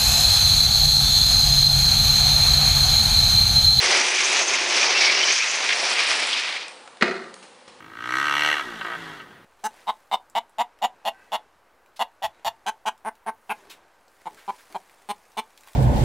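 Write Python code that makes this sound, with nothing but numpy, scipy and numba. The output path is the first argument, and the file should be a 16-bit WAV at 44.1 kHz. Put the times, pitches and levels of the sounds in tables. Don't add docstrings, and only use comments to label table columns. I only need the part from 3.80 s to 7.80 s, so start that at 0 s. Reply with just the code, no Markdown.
import sys
import numpy as np
from scipy import signal
from scipy.fft import rfft, irfft
from scipy.io import wavfile
from numba import njit

SR = 44100
rng = np.random.default_rng(int(sys.argv[2]) if len(sys.argv) > 2 else 0)


def log_audio(samples):
    frames = np.atleast_2d(samples).T
    limited = np.clip(frames, -1, 1)
    pcm = np.round(limited * 32767).astype(np.int16)
    wavfile.write(sys.argv[1], SR, pcm)


N = 176400

# [t/s, relative crack level/dB, contact decay time/s, relative ring level/dB]
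BLOWS = [(3.2107, -7.5, 0.014, -18), (3.2237, -1.5, 0.0036, 0), (3.2287, -4, 0.0092, -19),
         (3.274, -12.5, 0.022, -10.5), (3.326, -24.5, 0.022, -15.5)]


def undb(db):
    return 10 ** (np.asarray(db) / 20)


def unit(x):
    return x / np.sqrt(np.mean(x ** 2))


def clock():
    return np.arange(N) / SR


def on_log_axis(points):
    hz, value = np.array(points, float).T
    bins_hz = np.arange(N // 2 + 1) * SR / N
    return np.interp(np.log(bins_hz + 1), np.log(hz), value)


def colour(x, points):
    cepstrum = irfft(np.log(undb(on_log_axis(points))), N)
    causal = 2 * cepstrum[:N // 2] * (np.arange(N // 2) > 0)
    response = irfft(np.exp(rfft(causal, N)), N)[:2048]
    return signal.fftconvolve(x, response / np.linalg.norm(response))[:N]


@njit
def svf(x, hz, width):
    y, band_state, low_state = np.empty(len(x)), 0., 0.
    for i in range(len(x)):
        g = np.tan(np.pi * hz[i] / SR)
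        damping = width / hz[i]
        v = (band_state + g * (x[i] - low_state)) / (1 + g * (g + damping))
        band_state = 2 * v - band_state
        low_state = low_state + 2 * g * v
        y[i] = damping * v
    return y


def band(x, hz, width, order=1):
    for _ in range(order):
        x = svf(x, hz * np.ones(N), float(width))
    return x


def walk(rate):
    knots = rng.standard_normal(4096)
    return 1.2 * np.interp(clock() * rate, np.arange(len(knots)), knots)


def clicks(rate, spread_db):
    sizes = undb(spread_db * np.minimum(rng.exponential(size=N), 6))
    return (rng.random(N) < rate / SR) * sizes


def grit():
    return unit(clicks(rate=13000, spread_db=2.32) * rng.choice([-1, 1], N))


def contact(start, length):
    age = clock() - start
    decay = np.exp(-np.clip(age / length, 0, 60))
    burst = rng.standard_normal(N) * (age >= 0) * decay
    return burst / np.linalg.norm(burst)


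def paving_load():
    joint_decay_s, joint_depth, judder_db = 0.0028, 0.14, 0.94
    joints = clicks(rate=110, spread_db=-1)
    jolts = signal.lfilter([1], [1, -np.exp(-1 / (joint_decay_s * SR))], joints)
    judder = undb(judder_db * walk(34))
    return unit((1 + joint_depth * unit(jolts)) * judder)


def grinding():
    # [f/Hz, relative spectral level/dB]
    grind_shape = [(500, -46), (1000, -7), (1500, -4), (2000, 0), (2600, 0.5), (3300, -1.5), (4000, -3),
                   (4800, -4.5), (6500, -15.5), (10000, -52)]
    # [f/Hz before the pitch ratio, width/Hz, relative level/dB]
    sleeve = [(2100, 420, -3.5), (2290, 210, 2.5), (2443, 180, 7.5), (3200, 190, -5), (3480, 250, -8)]
    # [t/s, frequency ratio]
    sleeve_pitch = [(0, 0.89), (.6, 1.06), (1.1, 0.99), (1.3, 0.93), (1.65, 1), (2.27, 1), (2.39, .91),
                    (2.55, 1.05), (2.7, 0.94), (2.9, 1)]
    grind_gain_db, chatter_gain_db, slip_spread_db = -1.5, -4.5, 2
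    slips = grit() * undb(slip_spread_db * walk(130))
    pitch = np.interp(clock(), *np.array(sleeve_pitch).T)
    chatter = unit(sum(undb(db) * band(slips, hz * pitch, width) for hz, width, db in sleeve))
    return undb(grind_gain_db) * colour(grit(), grind_shape) + undb(chatter_gain_db) * chatter


def hissing():
    # [t/s, f/Hz]
    hiss_centre = [(0, 5660), (.42, 6150), (.92, 6070), (1.27, 5350), (1.53, 5750), (1.72, 6330),
                   (2.0, 5520), (2.35, 5410), (2.8, 4700)]
    hiss_gain_db, flicker_db, skirt_gain_db, skirt_ratio = -2, 2.33, -2, 0.843
    centre = np.interp(clock(), *np.array(hiss_centre).T)
    flicker = undb(hiss_gain_db + flicker_db * walk(70))
    core = flicker * unit(band(grit(), centre, width=2130, order=3))
    skirt = unit(band(grit(), skirt_ratio * centre, width=2550, order=3))
    return core + undb(skirt_gain_db) * skirt


def rolling():
    # [f/Hz, relative spectral level/dB]
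    roll_shape = [(40, -39.5), (110, -29), (150, -22), (195, -13), (290, -6), (380, -1.5), (520, 2.5),
                  (850, 4.5), (1150, 0.5), (1700, -2), (3500, -27.5)]
    drone_gain_db, drone_end_s, drone_fade_s = -10, 1.54, 0.031
    fade = np.clip((drone_end_s - clock()) / drone_fade_s, 0, 1)
    drone = fade * unit(band(grit(), 375.4, width=72, order=2))
    return colour(grit(), roll_shape) + undb(drone_gain_db) * drone


def fizzing():
    # [f/Hz, relative spectral level/dB]
    fizz_shape = [(4000, -34.5), (6000, -13.5), (7200, 2.5), (8200, 1), (10000, -1.5)]
    gain_db, flicker_db = 5, 2.4
    return undb(gain_db + flicker_db * walk(70)) * colour(grit(), fizz_shape)


def slide():
    # [t/s, grinding level/dB, sleeve hiss level/dB, rumble level/dB, top treble level/dB]
    slide_levels = [(0, -24, -28, -33, -37.5), (0.151, -20, -23.5, -27.5, -34.5),
                    (0.31, -24, -30.5, -32.5, -37.5), (0.39, -20.5, -26.5, -35.5, -36),
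                    (0.49, -23.5, -28, -33.5, -37), (0.57, -20.5, -27.5, -30.5, -40),
                    (0.66, -25.5, -27.5, -31.5, -37.5), (0.8, -21.5, -27.5, -30.5, -43.5),
                    (0.87, -27, -30, -32.5, -45), (0.97, -21.5, -25, -31, -41.5), (1.1, -22, -26, -29, -47),
                    (1.27, -20.5, -24, -31.5, -42.5), (1.38, -23.5, -26, -30.5, -49),
                    (1.5, -22.5, -23.5, -32, -47), (1.55, -23.5, -25.5, -38.5, -39),
                    (1.63, -22.5, -28, -38.5, -43), (1.8, -26.5, -32, -34, -42),
                    (1.91, -22.5, -30, -33.0, -41.5), (2.01, -26.5, -30.5, -31, -38.5),
                    (2.24, -21.5, -31, -34.5, -39), (2.38, -24, -32.5, -32, -39.5),
                    (2.48, -26, -34, -35, -41), (2.6, -26, -31.5, -40.5, -46),
                    (2.71, -28.5, -46, -38.5, -50), (2.81, -34.5, -44, -45, -56),
                    (2.91, -43.5, -56, -48.5, -71), (3.04, -55, -62, -51.5, -63), (3.2, -78, -81, -60, -82)]
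    t = clock()
    when, *levels = np.array(slide_levels).T
    moving = np.clip((BLOWS[1][0] - t) / .02, 0, 1)
    grind, hiss, roll, fizz = (undb(np.interp(t, when, db)) * moving for db in levels)
    layers = grind * grinding() + hiss * hissing() + roll * rolling() + fizz * fizzing()
    return paving_load() * layers


def outdoors():
    # [f/Hz, relative spectral level/dB]
    air_shape = [(30, -29.5), (120, -19.5), (250, -5.5), (420, -7.5), (520, 4), (650, -10), (850, -1),
                 (1300, -7), (2400, -11), (4500, -13), (6500, -21), (10000, -20)]
    # [t/s, level/dB, Gaussian half-length/s]
    buffets = [(0.068, -48, 0.034), (0.157, -49, 0.036), (.262, -55, 0.017), (0.493, -48, .008)]
    air_db, waver_db = -50, 0.5
    air = undb(air_db + waver_db * walk(6)) * colour(rng.standard_normal(N), air_shape)
    puffs = sum(undb(db) * np.exp(-((clock() - when) / length) ** 2) for when, db, length in buffets)
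    return air + puffs * unit(band(rng.standard_normal(N), 65, width=170))


def catches():
    # [t/s, level/dB, centre f/Hz, width of each filter pass/Hz, Gaussian half-length/s]
    catch_events = [(0.683, -21.5, 6300, 900, 0.0048), (0.746, -19.5, 2320, 700, 0.008),
                    (1.302, -17, 2290, 250, 0.0048), (1.412, -21, 2370, 700, 0.012),
                    (1.438, -16.5, 3000, 300, 0.0052), (1.497, -23, 2330, 600, 0.023),
                    (1.526, -17.5, 6330, 800, 0.0042), (1.893, -18.5, 2200, 2600, 0.0043),
                    (1.908, -20.5, 2400, 1800, 0.0094), (1.928, -19, 2300, 1800, 0.0038),
                    (2.534, -20.5, 3350, 1200, 0.0099)]
    out = 0
    for when, db, hz, width, length in catch_events:
        swell = np.exp(-((clock() - when) / length) ** 2)
        rasp = swell * band(grit(), hz, width, order=2)
        out = out + undb(db) * rasp * np.linalg.norm(swell) / np.linalg.norm(rasp)
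    return out


def squeals():
    # [start t/s, end t/s, level/dB, first f/Hz, last f/Hz]
    squeal_events = [(1.132, 1.207, -22.5, 2620, 2720), (1.195, 1.315, -23.5, 2330, 2260),
                     (1.302, 1.532, -30, 2710, 3170), (1.595, 1.647, -23.5, 2250, 2680)]
    fade_s, grip_db = 0.025, 2.5
    t, out = clock(), 0
    for start, end, db, first_hz, last_hz in squeal_events:
        swell = np.clip(np.minimum(t - start, end - t) / fade_s, 0, 1)
        hz = np.interp(t, [start, end], [first_hz, last_hz])
        grip = undb(grip_db * walk(45))
        tone = swell * grip * band(grit(), hz, width=200, order=2)
        out = out + undb(db) * tone * np.linalg.norm(swell) / np.linalg.norm(tone)
    return out


def scrub():
    centre_s, half_length_s, level_db = 2.46, 0.34, -34
    grains = clicks(rate=800, spread_db=2) * rng.choice([-1, 1], N)
    swell = np.exp(-np.square(((clock() - centre_s) / half_length_s) ** 2))
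    return undb(level_db) * swell * unit(band(grains, 3080, width=2800, order=2))


def garage(x):
    # [f/Hz, t60/s]
    decay_times = [(200, 0.83), (500, 0.88), (1200, 0.74), (2500, 0.56), (5000, 0.6), (9000, 0.93)]
    tail_db, delay_s = -1.5, 0.0076
    t, tail = clock(), 0
    hz, t60 = np.array(decay_times).T
    noise = rfft(rng.standard_normal(N))
    for share, decay_s in zip(np.eye(len(hz)), t60):
        band_noise = irfft(noise * on_log_axis(list(zip(hz, share))), N)
        tail = tail + band_noise * np.exp(-np.log(1000) * t / decay_s)
    tail = tail * (t > delay_s)
    return x + undb(tail_db) * signal.fftconvolve(x, tail / np.linalg.norm(tail))[:N]


def knocks():
    # [t/s, level of the direct tap's total energy/dB, centre f/Hz, width/Hz, contact decay time/s]
    knock_events = [(2.882, -15, 7000, 9000, 0.0017), (3.076, -15, 1040, 1080, 0.0045),
                    (3.171, -23.5, 900, 4000, 0.0035), (3.541, -15, 5000, 9000, 0.0019),
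                    (3.627, -16.5, 1100, 3000, 0.022), (3.878, -16, 600, 1810, .016)]
    out = 0
    for when, db, hz, width, length in knock_events:
        tap = band(contact(when, length) + 1e-18, hz, width)
        out = out + undb(db) * tap / np.linalg.norm(tap)
    return garage(out)


def thump():
    # [f/Hz, relative level/dB, t60/s]
    modes = [(205, -15, 0.25), (226.9, -5.5, 0.4), (245, -2, 0.26), (365.4, 0, 0.62), (383, -1, 0.53),
             (442, 5, 0.18), (495, 2, 0.16), (670, -2.5, 0.42), (735, -8, 0.5), (912, -6, .28),
             (1210, -7.5, 0.4), (1425, -8, 0.42), (1650, -7, .25), (1984, -1, .18), (2170, -8, 0.2),
             (2480, -5, .3)]
    # [f/Hz, relative spectral level/dB]
    crack_shape = [(60, -34), (125, -26), (200, -6), (290, -9), (450, -1.5), (800, -7.5), (1400, -3.5),
                   (2200, -1.5), (3200, -12.5), (4300, -10), (5500, -19), (8000, -31.5), (10000, -37)]
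    crack_gain_db, ring_gain_db, attack_s = 10.5, -25.5, 0.0025
    phase_smear_rad, waver_db, rattle_db = 0.9, 3, 2
    crack = ring = 0
    for when, crack_db, length, ring_db in BLOWS:
        age = np.maximum(clock() - when, 0)
        crack = crack + undb(crack_db) * contact(when, length)
        for k, (hz, mode_db, t60) in enumerate(modes):
            shape = (1 - np.exp(-age / attack_s)) * np.exp(-np.log(1000) * age / t60)
            phase = 2 * np.pi * hz * age + phase_smear_rad * walk(55)
            tone = (-1) ** k * np.sin(phase)
            level = undb(ring_db + mode_db + waver_db * walk(45))
            ring = ring + level * shape * tone
    rattle = unit(undb(rattle_db * walk(300)))
    return undb(crack_gain_db) * colour(rattle * garage(crack), crack_shape) + undb(ring_gain_db) * ring


def scene():
    ground = slide() + catches() + squeals() + scrub()
    return np.tile(ground + knocks() + thump() + outdoors(), (2, 1))


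def record(dry):
    return signal.sosfilt(signal.ellip(10, .2, 70, 10000, fs=SR, output="sos"), dry)


dry = scene()
out = record(dry)
log_audio(out)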